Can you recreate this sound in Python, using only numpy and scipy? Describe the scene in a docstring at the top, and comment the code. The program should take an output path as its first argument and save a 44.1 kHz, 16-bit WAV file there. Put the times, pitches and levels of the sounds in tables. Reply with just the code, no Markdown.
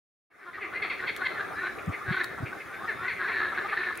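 """A frog chorus from the bank of a marshy pond, in stereo. It fades in on a far crowd, faint hiss and a
low breeze, with croaks and then quacks close by; every call is a train of pulses ringing a vocal sac.
From about one second, thin whistles carry across the marsh and dry stalks tick near the microphone.
Midway, three puffs of wind bump the microphone; near the end come two rattling croaks.
All along, the reeds scatter the calls and the trees around the water answer."""
import sys
import numpy as np
from scipy import signal
from scipy.fft import rfft, irfft, next_fast_len
from scipy.io import wavfile
from scipy.ndimage import uniform_filter1d, map_coordinates

SR = 44100
rng = np.random.default_rng(int(sys.argv[2]) if len(sys.argv) > 2 else 0)


def pcm_store(signal):
    """Save signal as 16-bit PCM."""
    levels = np.round(np.clip(np.atleast_2d(signal), -1, 1) * 32767)
    wavfile.write(sys.argv[1], SR, levels.astype(np.int16).T)


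N = 176400


def amp(db):
    """Decibels to gain."""
    return 10 ** (np.asarray(db) / 20)


def unit(x):
    """Scale to rms 1."""
    return x / np.sqrt(np.mean(x ** 2) + 1e-20)


def along(points, hz):
    """Read between (Hz, value) points on a log frequency axis."""
    freqs, values = np.transpose(points)
    return np.interp(np.log(hz + 1), np.log(freqs + 1), values)


def wobble(rate):
    """A smooth random curve, rate knots a second."""
    return map_coordinates(rng.standard_normal(int(N * rate / SR) + 4), [np.arange(N) * rate / SR])


def filtered(x, response):
    """Filter x by a gain given as a function of Hz."""
    size = next_fast_len(x.shape[-1] + 8192)
    return irfft(rfft(x, size) * response(np.fft.rfftfreq(size, 1 / SR)), size)[..., :x.shape[-1]]


def add(track, start, sound):
    """Mix a sound into the track at start seconds."""
    part = track[..., max(0, round(start * SR)):][..., :sound.shape[-1]]
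    part += sound[..., :part.shape[-1]]


def swell(sound, peak, rise, fall):
    """Shape a call: up to its loudest point (0-1) and down again, on power curves."""
    u = np.linspace(0, 1, len(sound))
    return sound * np.minimum(u / peak, 1) ** rise * np.minimum((1 - u) / (1 - peak), 1) ** fall


# Open air at the microphone. Each row: frequency in Hz, left-right correlation.
LIKENESS = [(60, 0.23), (400, 0.18), (800, 0.53), (1500, 0.79), (2500, 0.62), (5000, 0.5), (12000, 0.43)]
def widen(pair):
    """Two unrelated signals to left and right, as alike as the open air makes them."""
    turn = lambda hz: np.arccos(along(LIKENESS, hz)) / 2
    mid, side = filtered(pair, lambda hz: np.array([np.cos(turn(hz)), np.sin(turn(hz))]))
    return np.array([mid + side, mid - side])


def rush(spectrum, patchy_db):
    """Stereo noise of rms 1 with patches of random gain in time and frequency."""
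    bins = signal.stft(rng.standard_normal((2, N)), nperseg=512)[2]
    patches = uniform_filter1d(uniform_filter1d(rng.standard_normal(bins.shape[1:]), 5, 0), 8, 1)
    pair = signal.istft(bins * amp(patchy_db * unit(patches)), nperseg=512)[1][:, :N]
    return unit(widen(filtered(pair, lambda hz: amp(along(spectrum, hz)))))


# The far end of the marsh. Each row: frequency in Hz, relative level in dB.
WASH_SPECTRUM = [(150, -40), (280, -10), (385, -1.5), (500, -6), (770, -3), (960, -12), (1200, 2),
                 (1500, -3), (2100, -9.5), (2450, -13), (2850, -25.5), (3650, -20), (4300, -34),
                 (5200, -42.5)]
def farthest_frogs(level_db=-42.5):
    """So many frogs, so far off, that they blur into a wavering wash."""
    return amp(level_db + 2.0 * wobble(5.52)) * rush(WASH_SPECTRUM, patchy_db=3.0)


# The background on the bank, high and low. Each row: frequency in Hz, relative level in dB.
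HISS_SPECTRUM = [(1000, -4.5), (3000, -5.5), (5000, 6.5), (7000, 2), (7800, -2), (9500, 4.5), (12000, -0.5),
                 (15500, -3)]
BREEZE_SPECTRUM = [(25, -26), (45, -20.5), (70, -3.5), (200, -4), (350, -3), (600, -11.5), (1500, -46)]
def hiss_and_breeze(hiss_db=-60.5, breeze_db=-50.5):
    """A faint high hiss over the low, uneven rush of the breeze."""
    hiss = amp(hiss_db) * rush(HISS_SPECTRUM, patchy_db=2.3)
    breeze = amp(breeze_db + 0.73 * wobble(8.76)) * rush(BREEZE_SPECTRUM, patchy_db=2.5)
    return hiss + breeze


CROAK_PULSE_HZ = 381.6
# A frog's body resonances. Each row: frequency in Hz, level in dB against the sac, ring in seconds.
BODY_MODES = [(385, -22, .0012), (560, -30, .0005), (775, -25, .0009), (1170, -19, .0008)]
def frog_voice(length, sac_hz, pulse_hz, overtone_db, jitter, tone_db=1, buzz_db=-6):
    """Pulses ring the sac, its overtone and the body; sac_hz and pulse_hz glide (first, last)."""
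    n = int(length * SR)
    chance = rng.standard_normal((160, 2))
    glide = np.linspace(0, 1, n) ** 1.45  # the pulse rate holds at first and moves late in the call
    cycles = np.cumsum(pulse_hz[0] * (pulse_hz[1] / pulse_hz[0]) ** glide) / SR
    onsets = np.interp(np.arange(int(cycles[-1]) + 1), cycles, np.arange(n))[:len(chance)]
    late, strength = chance[:len(onsets)].T
    onsets = np.abs(onsets + jitter * late * SR / pulse_hz[0])  # jitter is in pulse periods
    index = np.ceil(onsets).astype(int)[:, None] + np.arange(SR // 100)
    age = (index - onsets[:, None]) / SR  # seconds since the pulse, one row for each
    train = lambda rows: np.bincount(index.ravel(), (rows * amp(1.43 * strength)[:, None]).ravel(), n)[:n]

    sac = np.interp(onsets, [0, n], sac_hz)[:, None]
    overtone = 4240 * (1.894 * sac / 4240) ** 0.39  # stays near 4240 Hz, following the sac only in part
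    buzz = (3306, overtone_db + buzz_db, 0.00025)  # so short a ring that it sounds broad
    modes = [(sac, 0, 0.0005), (overtone, overtone_db, 0.00033), buzz, *BODY_MODES]
    rings = sum(amp(db) * age / ring_s * np.exp(-age / ring_s) * np.sin(2 * np.pi * hz * age)
                for hz, db, ring_s in modes)

    # Fed briefly by each pulse, the sac sings on between them, never quite steady.
    wander = map_coordinates(rng.standard_normal(32), [np.arange(n) * 55.1 / SR], mode='mirror')
    note_hz = np.linspace(*sac_hz, n) * (1 + 0.01826 * wander)
    tone = train(age * np.exp(-age / 0.00076)) * np.sin(2 * np.pi * np.cumsum(note_hz) / SR)
    return unit(unit(train(rings)) + amp(tone_db) * unit(tone))


# The chorus across the pond, rising and ebbing. Each row: time in seconds, relative level in dB.
CROWD_LEVELS = [(.5, -44.5), (1.201, -44), (1.5, -45.5), (1.65, -41.5), (1.85, -58.5), (2.2, -37),
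                (2.45, -52), (2.8, -50), (3.25, -38.5), (3.8, -39.5), (4, -43)]
def far_frogs(calls_per_s=45, gain_db=2):
    """A crowd croaks at random, each call with its own length, level, note, pace and side."""
    out = np.zeros((2, N))
    calls = rng.standard_normal((int(calls_per_s * N / SR), 6))
    for k, (when, long, loud, note, pace, side) in enumerate(calls):
        sac_hz = 1714 * np.exp(0.17 * np.clip(note, -1.4, 1.6))
        pulse_hz = CROAK_PULSE_HZ * np.exp(0.11 * pace)
        length = 0.0475 * np.exp(0.31 * long)
        call = frog_voice(length, (sac_hz * .94, sac_hz * 1.06), (pulse_hz * 1.04, pulse_hz * .96),
                          overtone_db=-16.5, jitter=0.056)
        gains = amp(2.2 * loud + 1.2 * side * np.array([[1], [-1]]))
        add(out, (k + when) / calls_per_s, gains * swell(call, peak=.5, rise=.7, fall=.7))
    return unit(out) * amp(gain_db + np.interp(np.arange(N) / SR, *np.transpose(CROWD_LEVELS)))


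# Lower calls on the near bank. Each row: start and length in seconds, level in dB,
# first and last sac note in Hz.
NEAR_CROAKS = [(0.392, 0.072, -35, 1694, 1940), (0.455, 0.051, -28.5, 1231, 1456),
               (.53, 0.045, -27, 1980, 1794), (0.575, 0.022, -28, 1267, 1233),
               (0.726, 0.021, -26.5, 1360, 1604), (0.737, 0.051, -24.5, 1947, 2084),
               (.83, 0.038, -30.5, 1151, 1447), (.989, 0.027, -27, 1979, 1750),
               (1.015, 0.043, -27.5, 1360, 1692), (1.205, 0.029, -26.5, 1428, 1483),
               (1.231, 0.021, -27, 1678, 1750), (1.277, 0.034, -34.5, 1948, 1970),
               (1.351, 0.044, -32, 1878, 1742), (1.389, 0.032, -25.5, 1487, 1700),
               (1.418, 0.023, -52, 1710, 1820), (1.515, 0.038, -44, 1285, 1450),
               (1.556, 0.07, -30.5, 1652, 1842), (1.606, 0.058, -28, 1461, 1533),
               (1.655, 0.029, -26, 1493, 1673), (1.681, 0.029, -34, 1750, 1735),
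               (1.747, 0.053, -40.5, 1108, 1273), (1.877, 0.023, -38, 1266, 1124),
               (2.053, 0.088, -28, 1600, 1710), (2.13, 0.026, -27, 1575, 1450),
               (2.162, 0.034, -24, 1481, 1575), (2.198, .027, -22.5, 1588, 1899),
               (2.224, 0.013, -47, 1800, 1850), (2.375, 0.026, -33, 1284, 1403),
               (2.513, 0.031, -33.5, 1290, 1643), (2.663, 0.11, -39.5, 1330, 1590),
               (2.8, 0.033, -37, 1054, 1155), (2.831, 0.032, -31, 1186, 1372),
               (2.992, 0.089, -31, 1299, 1534), (3.017, 0.0677, -30.5, 1835, 2030),
               (3.138, 0.077, -35, 2140, 1917), (3.189, 0.042, -27.5, 1690, 1540),
               (3.222, 0.032, -28, 1890, 1630), (3.241, 0.038, -28.5, 1384, 1666),
               (3.28, 0.046, -30.5, 1277, 1345), (3.4, 0.043, -33, 1255, 1260),
               (3.513, 0.028, -29, 1457, 1267), (3.526, 0.046, -35.5, 1980, 2250),
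               (3.565, 0.036, -24, 1507, 1748), (3.594, 0.03, -32.5, 1727, 1754),
               (3.641, .034, -28, 1150, 1334), (3.716, 0.029, -27, 1263, 1194),
               (3.714, 0.034, -26, 1684, 1842), (3.768, 0.014, -21.5, 1770, 1790),
               (3.779, 0.041, -27.5, 1892, 1790), (3.897, 0.022, -31, 1220, 1320)]
def croaks(easy_db=-30):
    """Croaks swell while the sac note glides; effort above an easy croak brightens the overtone."""
    out = np.zeros(N)
    for start, length, db, first_hz, last_hz in NEAR_CROAKS:
        pulse_hz = CROAK_PULSE_HZ * np.exp(0.04 * rng.standard_normal())
        call = frog_voice(length, (first_hz, last_hz), (pulse_hz * 1.03, pulse_hz * .97),
                          overtone_db=-20.5 + 0.82 * (db - easy_db), jitter=0.018)
        add(out, start, amp(db) * swell(call, peak=0.61, rise=0.65, fall=0.6))
    return out


# Bright calls on the near bank. 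Each row: start and length in seconds, level in dB, sac note in Hz,
# first and last pulse rate in Hz, loudest point from 0 to 1, overtone in dB.
NEAR_QUACKS = [(0.607, 0.07, -24.5, 2118, 439.6, 259.3, 0.22, -27),
               (0.818, 0.073, -24, 2192, 439.8, 242.8, 0.11, -14),
               (0.898, 0.069, -26, 2284, 555.4, 281.3, 0.03, -14),
               (1.064, 0.049, -24, 2230, 560, 349.2, 0.43, -11.5),
               (1.248, 0.025, -21, 2034, 555, 489, 0.97, -13.5),
               (1.784, 0.033, -39, 2350, 493, 353, 0.05, -22),
               (1.915, 0.055, -32, 2150, 511.5, 332, 0.47, -21.5),
               (2.112, 0.08, -31, 2110, 375, 387.5, 0.22, -12),
               (2.453, 0.056, -36, 2336, 490, 393, 0.27, -23),
               (2.596, 0.043, -37, 2220, 475, 330, 0.2, -26),
               (2.733, .035, -39.5, 2260, 488, 372, 0.4, -18),
               (2.872, .07, -27, 1812, 483, 296.4, 0.28, -26.5),
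               (3.077, 0.064, -26, 2080, 523, 315.3, 0.1, -17.5),
               (3.271, .045, -25.5, 1954, 504, 347, 0.33, -20.5),
               (3.678, 0.058, -32.5, 2270, 470, 336, 0.3, -17),
               (3.829, 0.036, -32, 2270, 473.7, 358.5, 0.3, -37),
               (3.966, 0.066, -39, 2320, 477.5, 370, 0.25, -24)]
# Weak quacks are rougher. Each row: call level in dB, jitter in pulse periods.
QUACK_ROUGHNESS = [(-40, .06), (-33, .04), (-27, .008), (-23, .003)]
def quacks():
    """Buzzy quacks: the sac note droops a little and, in nearly all, the pulses slow down."""
    out = np.zeros(N)
    for start, length, db, sac_hz, first_rate, last_rate, peak, overtone_db in NEAR_QUACKS:
        jitter = np.interp(db, *np.transpose(QUACK_ROUGHNESS))
        call = frog_voice(length, (sac_hz, sac_hz * .97), (first_rate, last_rate), overtone_db, jitter,
                          tone_db=-13, buzz_db=5.5)
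        add(out, start, amp(db) * swell(call, peak, rise=0.76, fall=0.66))
    return out


# Held calls far across the marsh. Each row: start and length in seconds, level in dB, note in Hz.
FAR_WHISTLES = [(2.68, .42, -58, 3600), (1.1, .28, -57, 4200), (1.55, .14, -52, 3950),
                (2.06, .2, -52, 3800)]
def whistles(width_hz=120):
    """Thin, fuzzy notes: narrow bands of noise that grow until just before they stop."""
    out = np.zeros(N)
    for start, length, db, note_hz in FAR_WHISTLES:
        band = filtered(rng.standard_normal(SR), lambda hz: np.exp(-((hz - note_hz) / width_hz) ** 2))
        add(out, start, amp(db) * swell(unit(band[:int(length * SR)]), peak=0.97, rise=0.41, fall=0.6))
    return out


# Dry stalks close to the microphone. Each row: start in seconds, level in dB, ring in Hz.
STALK_TICKS = [(1.1645, -27.5, 3370), (1.1738, -40, 7400), (1.861, -46, 6700), (1.894, -45, 6850),
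               (2.2368, -35, 9600), (2.2437, -24.5, 4300), (2.2446, -35.5, 8900), (3.9558, -38, 3500),
               (3.9755, -31, 10000), (3.9925, -50, 9900)]
def stalks(ring_s=0.00072, crack_s=0.00061, crack_db=-5, tail_s=0.018, tail_db=-24):
    """Dry stalks tick: a crack, a brief ring and a faint scatter."""
    out, t = np.zeros((2, N)), np.arange(SR // 20) / SR
    for start, db, hz in STALK_TICKS:
        crack = amp(crack_db) * np.exp(-t / crack_s) * rng.standard_normal(len(t))
        ring = np.exp(-t / ring_s) * np.sin(2 * np.pi * hz * t)
        tail = amp(tail_db) * np.exp(-t / tail_s) * rng.standard_normal((2, len(t)))
        add(out, start, amp(db) * (crack + ring + tail))
    return out


# Wind right on the microphone, in three clusters. Each row: centre and half width in seconds,
# level in dB, frequency in Hz.
WIND_BUMPS = [(1.883, 0.0076, -23.5, 169), (1.895, 0.013, -26.5, 100), (1.899, 0.0053, -32.5, 273),
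              (2.09, .008, -29.5, 114), (2.113, 0.006, -22, 163), (2.408, 0.0038, -32, 155),
              (2.428, 0.0065, -33.5, 270), (2.438, 0.0082, -25, 116)]
def wind_puffs(side_db=-8.5):
    """Each bump of wind shakes both microphone ports for a few cycles, not quite alike."""
    t = np.arange(N) / SR
    push = sum(amp(db) * np.exp(-((t - centre) / width) ** 2 + 2j * np.pi * hz * (t - centre))
               for centre, width, db, hz in WIND_BUMPS)
    mid, side = push.imag, amp(side_db) * push.real  # a quarter cycle apart
    return np.array([mid + side, mid - side])


# Long calls on the near bank. Each row: start and length in seconds, level in dB,
# first and last sac note in Hz, typical bursts per second.
NEAR_RATTLES = [(3.318, .19, -27.5, 1847, 1607, 78), (3.753, .195, -30.5, 1786, 1714, 84)]
def rattles(depth_db=4.6):
    """Long croaks chopped into quick, uneven bursts."""
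    out = np.zeros(N)
    for start, length, db, first_hz, last_hz, burst_rate in NEAR_RATTLES:
        call = frog_voice(length, (first_hz, last_hz), (CROAK_PULSE_HZ, CROAK_PULSE_HZ * .92),
                          overtone_db=-14, jitter=0.04, tone_db=3)
        cycles = np.cumsum(burst_rate * np.exp(.45 * wobble(54.2)[:len(call)])) / SR
        chopped = unit(call * amp(depth_db * np.sin(2 * np.pi * cycles)))
        add(out, start, amp(db) * swell(chopped, peak=0.55, rise=0.083, fall=0.52))
    return out


def through_reeds(calls, scatter_db=-13.5, decay_s=0.009):
    """The calls plus a brief, dense scatter from the reeds around the frogs."""
    t = np.arange(SR // 25) / SR
    scatter = rng.standard_normal(len(t)) * np.exp(-t / decay_s) * (t > .001)
    scatter /= np.linalg.norm(scatter)
    return calls + amp(scatter_db) * signal.fftconvolve(calls, scatter[None], axes=1)[:, :N]


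def through_air(calls):
    """The air dulls the calls on their way to the microphone."""
    # Each row: frequency in Hz, gain in dB.
    air = [(60, -18.5), (250, -1), (400, 1), (2400, -3.5), (2900, -3), (3300, -0.5), (4400, -3.5),
           (4800, -18.5), (7000, -19)]
    return filtered(calls, lambda hz: amp(along(air, hz)))


# The trees around the water. Each row: frequency in Hz, seconds for the echo to fall 60 dB.
TREE_DECAY = [(200, 0.37), (400, 0.76), (900, 0.15), (2000, 0.42), (4000, 0.59), (10000, 0.088)]
def tree_echo(calls, level_db=-12, build_s=0.0042):
    """The tree line scatters the calls back; each frequency dies at its own speed."""
    hz, t, bins = signal.stft(rng.standard_normal((2, SR)), SR, nperseg=256)
    envelope = amp(-60 * t / along(TREE_DECAY, hz)[:, None]) * (1 - np.exp(-t / build_s))
    tail = signal.istft(bins * envelope, SR, nperseg=256)[1]
    frog_band = filtered(tail[0], lambda hz: hz < SR / 8)
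    tail = widen(tail) / np.linalg.norm(frog_band)
    return amp(level_db) * signal.fftconvolve(calls, tail, axes=1)[:, :N]


def scene():
    """The pond from the bank: frogs, echo and wind puffs lean slightly left; background and stalks."""
    near_frogs = quacks() + croaks() + rattles()
    calls = through_air(through_reeds(near_frogs + far_frogs() + whistles()))
    wash = farthest_frogs()
    background = hiss_and_breeze()
    lean_left = amp([[0.53], [-0.53]])
    return (calls + tree_echo(calls) + wash + wind_puffs()) * lean_left + background + stalks()


def record(dry):
    """A fade-in from silence, with the highest treble cut off."""
    silent_s, fade_s, top_hz = 0.3, 0.91, 15800
    fade = np.clip((np.arange(N) / SR - silent_s) / fade_s, 0, 1) ** 0.67
    return filtered(dry * fade, lambda hz: hz < top_hz)


dry = scene()
out = record(dry)
pcm_store(out)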